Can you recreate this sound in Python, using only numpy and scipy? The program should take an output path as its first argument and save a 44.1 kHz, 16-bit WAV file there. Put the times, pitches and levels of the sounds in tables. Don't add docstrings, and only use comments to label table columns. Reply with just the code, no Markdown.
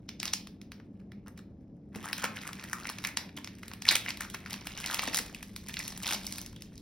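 import sys
import numpy as np
from scipy import signal
from scipy.fft import rfft, irfft, next_fast_len
from scipy.io import wavfile

SR = 44100
rng = np.random.default_rng(int(sys.argv[2]) if len(sys.argv) > 2 else 0)


def materialize(psi):
    bounded = np.clip(np.atleast_2d(psi).T, -1, 1)
    quanta = np.round(bounded * 32767).astype(np.int16)
    wavfile.write(sys.argv[1], SR, quanta)


N = 300321

# freq_hz, relative_db
VENT_SPECTRUM = [(22, -32.5), (42, -15.5), (72, -9.5), (132, -11.5), (252, -11), (332, -15), (452, -22),
                 (642, -28), (902, -37.5), (1602, -52), (5002, -59), (8002, -67.5), (15800, -82)]
# centre_hz, width_hz, lift_db
DUCT_MODES = [(106, 7.2, 9.5), (196.2, 51, 10.5), (293.5, 7.7, 9)]
# time_s, level_db
HANDLING_RUMBLE = [(0, -77), (2.999, -77.5), (4.5, -59), (6, -59), (6.8, -59)]
# freq_hz, t60_s
ROOM_DECAY = [(252, 0.76), (1320, 0.32), (3520, 0.32), (8020, 0.19), (14020, 0.25)]
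# start_s, level_db, pitch_hz
SHEET_FLAPS = [(1.956, -33.5, 202), (2.241, -32.5, 228), (3.374, -40.5, 335), (3.914, -34, 312),
               (4.345, -41.5, 350), (5.029, -34, 494), (5.075, -29, 262), (5.111, -35, 326),
               (5.197, -40, 272), (6.111, -34, 323)]
# time_s, level_db, facet_hz
LIGHT_HOLD = [(0, -69.5, 2000), (1.91, -72, 1603), (1.959, -52, 1700), (2.9, -52.5, 2250),
              (3.33, -67, 2200), (3.65, -61, 2260), (4.4, -59.5, 2450), (4.75, -46.5, 2570),
              (5.4, -56, 2840), (5.55, -63.5, 3100), (6.15, -48, 3520), (6.55, -62, 2780), (6.8, -66, 2630)]
# start_s, length_s, midway_db, swell_db, facet_hz
HAND_STROKES = [(0.218, 0.072, -45, 2, 3000), (0.996, 0.028, -67.5, -1, 2400),
                (1.272, 0.02, -51.5, -8.5, 1930), (1.372, 0.027, -57.5, -4.5, 2840),
                (2.044, 0.054, -42, 2, 1870), (2.168, 0.058, -44, 8, 2200), (2.233, 0.023, -32.5, -5, 1510),
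                (2.361, .14, -46.5, 4, 2230), (2.836, 0.06, -43.5, 13, 1880),
                (3.045, 0.048, -42.5, -8, 2280), (3.371, 0.017, -45, -10, 2360),
                (3.874, 0.092, -31, 5, 2720), (4.046, 0.053, -42, 10, 2430), (4.2, 0.052, -43, -4, 2340),
                (4.341, 0.009, -42, 9, 1830), (4.472, 0.068, -47, 1, 2460), (4.743, 0.173, -41.5, 8, 2530),
                (4.861, 0.24, -37.5, 1, 2540), (5.135, 0.058, -35, 4, 3520), (5.663, 0.046, -45.5, 1, 2980),
                (5.79, .135, -45.5, -3, 3600), (6.033, 0.12, -34.5, 1.5, 3300),
                (6.229, .19, -49, -1.5, 3840)]
# time_s, level_db (over 5 ms), facet_hz, facet_q, crack_db (re facet)
LARGE_CREASES = [(0.09, -34, 3630, 0.65, -9), (0.2, -31, 4100, 0.56, -18), (0.23, -28, 2670, 0.48, 0.5),
                 (0.2546, -27, 3630, 0.26, -7), (0.2785, -31, 3650, 1.2, -20), (0.335, -20, 4460, 0.4, -6),
                 (0.4712, -42, 3320, 0.38, -3.5), (0.6151, -46, 3240, 0.42, -3.5),
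                 (0.7192, -39.5, 3000, 0.39, -4), (0.7993, -52.5, 1200, 0.79, -12.5),
                 (1.1188, -48, 2080, 0.76, -7), (1.949, -43, 1630, 0.32, -5),
                 (1.9582, -43.5, 1000, 0.33, 4), (2.0866, -38, 2000, .4, 2), (2.13, -24, 3100, 0.52, -1),
                 (2.1804, -39, 2200, 0.62, 7.5), (2.2413, -25, 1340, 0.58, -1.5),
                 (2.37, -35.5, 2400, 1.4, -17), (2.531, -37.5, 2540, .65, 2),
                 (2.596, -39.5, 2540, 0.55, -19), (2.639, -40, 1370, 0.25, 4.5), (2.731, -27, 1405, 2.8, 1),
                 (2.854, -33, 1660, 1.4, -22), (2.8985, -34, 1580, 0.26, 5), (2.9849, -35, 2560, 0.31, -5),
                 (3.0403, -31.5, 2170, 0.44, -1), (3.0489, -25, 1940, 0.85, -5),
                 (3.0717, -39.5, 2410, 0.79, 11.5), (3.1716, -21, 3430, 0.33, -7.5),
                 (3.292, -48.5, 1800, 1.1, -15), (3.445, -35, 3980, 0.25, -8),
                 (3.4743, -37, 2800, 0.46, -8), (3.6322, -39.5, 1770, 1, -5), (3.681, -40, 3250, 0.54, 5),
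                 (3.715, -42, 1530, 0.59, -14), (3.735, -38, 2525, 0.4, 2.5), (3.8208, -33, 4060, 0.2, -7),
                 (3.8527, -31.5, 1920, 2.6, -3), (3.8812, -25, 2880, 0.77, -13),
                 (3.8882, -10, 3920, 2.8, -13), (3.9084, -24, 1950, 2.3, -17),
                 (3.9533, -23, 2830, 2.1, -10), (4.0614, -32.5, 1740, 2, -19),
                 (4.084, -28, 2170, 1.05, -20), (4.1052, -29, 2730, 0.33, -14),
                 (4.1724, -37.5, 3650, 0.37, -1), (4.2072, -32, 1530, 1.8, 4),
                 (4.3002, -41.5, 3130, 1.5, 5.5), (4.345, -33.5, 1880, .4, -1.5),
                 (4.461, -36, 1800, 0.61, -9), (4.5303, -31, 4240, 0.54, 1.5),
                 (4.5404, -34.5, 1910, .55, -15), (4.6698, -32, 2400, 0.53, 2),
                 (4.8415, -30.5, 2300, 2.2, -22), (4.8608, -27, 4970, 0.23, -6),
                 (4.944, -27, 2350, 0.63, 6), (4.9932, -23.5, 1820, 0.3, -10),
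                 (5.1456, -22.5, 4740, 0.23, -1), (5.171, -29.5, 6000, 0.54, 9.5),
                 (5.1896, -28, 2550, 0.26, -13), (5.3469, -36, 2520, 2, -1.5), (5.4278, -38, 2540, 0.5, 5),
                 (5.5627, -33, 4150, 0.48, 0.5), (5.7401, -33.5, 2570, 1.6, -2),
                 (5.769, -28.5, 2630, 0.61, -15), (5.7913, -32, 6000, 0.34, 0),
                 (5.8002, -33, 2000, 4.5, -13), (5.879, -35, 3430, 1.1, 8), (5.976, -41, 2540, 0.36, 9.5),
                 (6.06, -31, 2710, 0.3, -8), (6.1244, -27, 2900, 0.37, -3), (6.2673, -31.5, 5800, 1.3, 4.5),
                 (6.3241, -32, 5950, 0.22, 0), (6.3832, -33.5, 3760, 0.35, 3.5),
                 (6.462, -38.5, 5900, 0.63, -1), (6.5624, -44, 3240, 3, -3), (6.622, -39, 4600, 0.41, -2.5),
                 (6.756, -51.5, 6000, 0.58, -14), (6.7785, -47.5, 4300, 2.2, 3.5)]
# freq_hz, gain_db
MIC_RESPONSE = [(520, 0.5), (1320, -2.8), (2320, -2.74), (3120, -5.5), (4070, -3), (4520, -4), (4970, 0.35),
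                (5720, 2), (7520, -3.3), (9620, -11), (12220, -9.5)]
# freq_hz, lead_rad
PORT_PHASE = [(0, 0), (2100, .1), (2550, .8), (3100, .35), (5200, .4), (7300, 3.14), (10300, 6.2),
              (13700, 9.4), (16000, 12)]
# freq_hz, gain_db
PORT_LEVEL = [(250, 0.1), (650, 4), (1300, 2.5), (2400, -2.4), (5000, 0)]

MID_FACET_HZ = 2700


def amp(db):
    return 10 ** (np.asarray(db) / 20)


def unit(x):
    return x / np.sqrt(np.sum(x ** 2, axis=-1, keepdims=True) + 1e-30)


def log_interp(points, hz):
    point_hz, value = np.transpose(points)
    return np.interp(np.log(hz + 1), np.log(point_hz), value)


def add(mix, start_s, sound):
    part = mix[max(round(start_s * SR), 0):][:len(sound)]
    part += sound[:len(part)]


def band(hz, centre_hz, q):
    return 1 / (1 + 1j * q * (hz / centre_hz - centre_hz / (hz + 1e-3)))


def noise(gain):
    spectrum = rfft(rng.standard_normal(N)) * gain(np.fft.rfftfreq(N, 1 / SR))
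    return np.sqrt(N) * unit(irfft(spectrum, N))


def hum_and_handling_rumble(air_db=-49.5, side_db=-22):
    def colour(hz):
        duct_db = sum(db / (1 + (2 * (hz - f) / width) ** 2) for f, width, db in DUCT_MODES)
        return amp(log_interp(VENT_SPECTRUM, hz) + duct_db)
    rumble_db = np.interp(np.arange(N) / SR, *np.transpose(HANDLING_RUMBLE))
    rumble = amp(rumble_db) * noise(lambda hz: abs(band(hz, 43, 0.67)) ** 2)
    side = noise(lambda hz: colour(hz) * np.clip(hz, 95, 900))
    return np.array([amp(air_db) * noise(colour) + rumble, amp(air_db + side_db) * side])


def room(x, gap_s=0.00053, build_s=0.00022, size=32768):
    taps = rng.standard_normal(size) * (rng.random(size) < .16)
    hz, t, bands = signal.stft(taps, SR, nperseg=256)
    decay = amp(-60 * t / log_interp(ROOM_DECAY, hz)[:, None])
    tail = signal.istft(bands * decay, SR, nperseg=256)[1][:size]
    tail *= 1 - np.exp(-np.maximum(np.arange(size) / SR - gap_s, 0) / build_s)
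    return signal.fftconvolve(x, unit(tail))[:N]


def flaps(decay_cycles=1.72, puff_db=-4.5, attack_s=0.0015):
    t, out = np.arange(4096) / SR, np.zeros(N)
    hz = np.fft.rfftfreq(len(t), 1 / SR)
    for start_s, level_db, pitch_hz in SHEET_FLAPS:
        white = rfft(rng.standard_normal(len(t)))
        puff = np.sqrt(len(t)) * unit(irfft(white * band(hz, 1.85 * pitch_hz, 1.0) ** 2))
        swing = np.sin(2 * np.pi * pitch_hz * t)
        envelope = (1 - np.exp(-t / attack_s)) * np.exp(-t * pitch_hz / decay_cycles)
        add(out, start_s, amp(level_db) * (swing + amp(puff_db) * puff) * envelope)
    return out


def hand_work(time_s, press_s=0.0057, release_s=0.0027):
    start_s, length_s, midway_db, swell_db, stroke_hz = np.transpose(HAND_STROKES)[:, :, None]
    age_s = time_s - start_s
    gate = np.exp(np.minimum(age_s, 0) / press_s - np.maximum(age_s - length_s, 0) / release_s)
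    progress = np.clip(age_s / length_s, 0, 1)
    stroke_power = (gate * amp(midway_db + swell_db * (progress - .5))) ** 2
    hold_s, *columns = np.transpose(LIGHT_HOLD)
    hold_db, hold_hz = (np.interp(time_s, hold_s, c) for c in columns)
    hold_power = amp(hold_db) ** 2
    power = stroke_power.sum(0) + hold_power
    facet_hz = ((stroke_power * stroke_hz).sum(0) + hold_power * hold_hz) / power
    return 10 * np.log10(power), facet_hz


def buckle(start_s, energy, facet_hz, q, crack_db, envelope, body_db, spread):
    hz = np.fft.rfftfreq(envelope.shape[-1], 1 / SR)
    facet_hz, q, crack_db = (np.asarray(c)[:, None] for c in (facet_hz, q, crack_db))
    draws = rng.standard_normal((len(start_s), envelope.shape[-1] + 1))
    pans, jolts = spread * draws[:, 0], draws[:, 1:]
    slips = rfft(jolts * abs(jolts) * envelope)
    ring = band(hz, facet_hz, np.maximum(q, .35)) ** 2
    facet = unit(irfft(slips * ring * abs(band(hz, 2700, .24)) ** 2))
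    crack = unit(irfft(slips * band(hz, 9900, 0.79) ** 3))
    body = unit(irfft(slips * band(hz, 1173, 0.69) ** 2))
    sounds = (facet + amp(crack_db) * crack + amp(body_db) * body) * np.sqrt(SR * energy)[:, None]
    out = np.zeros((2, N))
    for at_s, sound, pan in zip(start_s, sounds, pans):
        add(out[0], at_s, sound)
        add(out[1], at_s, pan * sound)
    return out


def crackle(rate_hz=600, scatter_db=6.5, scatter_octaves=0.55, stick_db=-65, slip_s=0.00065):
    slot_hz = 4000
    slots_s = np.arange(0, N / SR, 1 / slot_hz)
    pick, shift = rng.random((2, len(slots_s)))
    live = pick < rate_hz / slot_hz
    start_s = (slots_s + shift / slot_hz)[live]
    size, pitch, sharpness = rng.standard_normal((len(slots_s), 3))[live].T
    level_db, centre_hz = hand_work(start_s)
    level_db -= 2 * np.maximum(stick_db - level_db, 0)
    share = amp(scatter_db * np.minimum(size, 2)) ** 2
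    energy = amp(level_db) ** 2 * share / share.mean() / rate_hz
    facet_hz = np.clip(centre_hz * 2 ** (scatter_octaves * pitch), 500, 6200)
    crack_db = -2.5 + 6.5 * np.log2(centre_hz / MID_FACET_HZ)
    crack_db += 6.7 * np.clip(sharpness, -2, 2)
    q = np.full(len(start_s), 2.2)
    age = np.arange(256) / SR / slip_s
    envelope = age * np.exp(-age)
    return buckle(start_s, energy, facet_hz, q, crack_db, envelope, body_db=-8.5, spread=0.026)


def snaps(buckle_s=0.0021, creep_db=-19, creep_s=0.0031, settle_s=0.0044, lead_s=0.01):
    time_s, level_db, facet_hz, q, crack_db = np.transpose(LARGE_CREASES)
    collapse_s = buckle_s * (MID_FACET_HZ / facet_hz) ** 0.3
    t = np.arange(1536) / SR - lead_s
    collapse = (t >= 0) * np.exp(-(abs(t) / collapse_s[:, None]) ** 1.5)
    creep = amp(creep_db) * np.exp(np.minimum(t / creep_s, -t / settle_s))
    energy = 0.005 * amp(level_db) ** 2
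    return buckle(time_s - lead_s, energy, facet_hz, q, crack_db, collapse + creep,
                  body_db=-19.5, spread=0.02)


def scene(mid_wet_db=-7.0, side_wet_db=-13.5, walls=3, turn_hz=1.3):
    rustle = crackle()
    rustle[0] += flaps()
    mid, side = snaps() + rustle + hum_and_handling_rumble()
    for wall in range(walls):
        facing = np.sqrt(2) * np.cos(2 * np.pi * (turn_hz * np.arange(N) / SR + wall / walls))
        outgoing = (snaps()[0] + facing * rustle[0]) / np.sqrt(walls)
        mid += amp(mid_wet_db) * room(outgoing)
        side += amp(side_wet_db) * room(outgoing)
    return np.array([mid + side, mid - side])


def record(dry):
    size = next_fast_len(N + 4096)
    hz = np.fft.rfftfreq(size, 1 / SR)
    lead_rad = np.interp(hz, *np.transpose(PORT_PHASE))
    left = np.exp(.5j * lead_rad) * amp(log_interp(PORT_LEVEL, hz) / 2)
    ports = np.array([left, 1 / left]) * amp(log_interp(MIC_RESPONSE, hz))
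    heard = irfft(rfft(dry, size) * ports, size)[:, :N]
    lowpass = signal.firwin(201, cutoff=15950, window=("kaiser", 9), fs=SR)
    return signal.oaconvolve(heard, lowpass[None], "same")


dry = scene()
out = record(dry)
materialize(out)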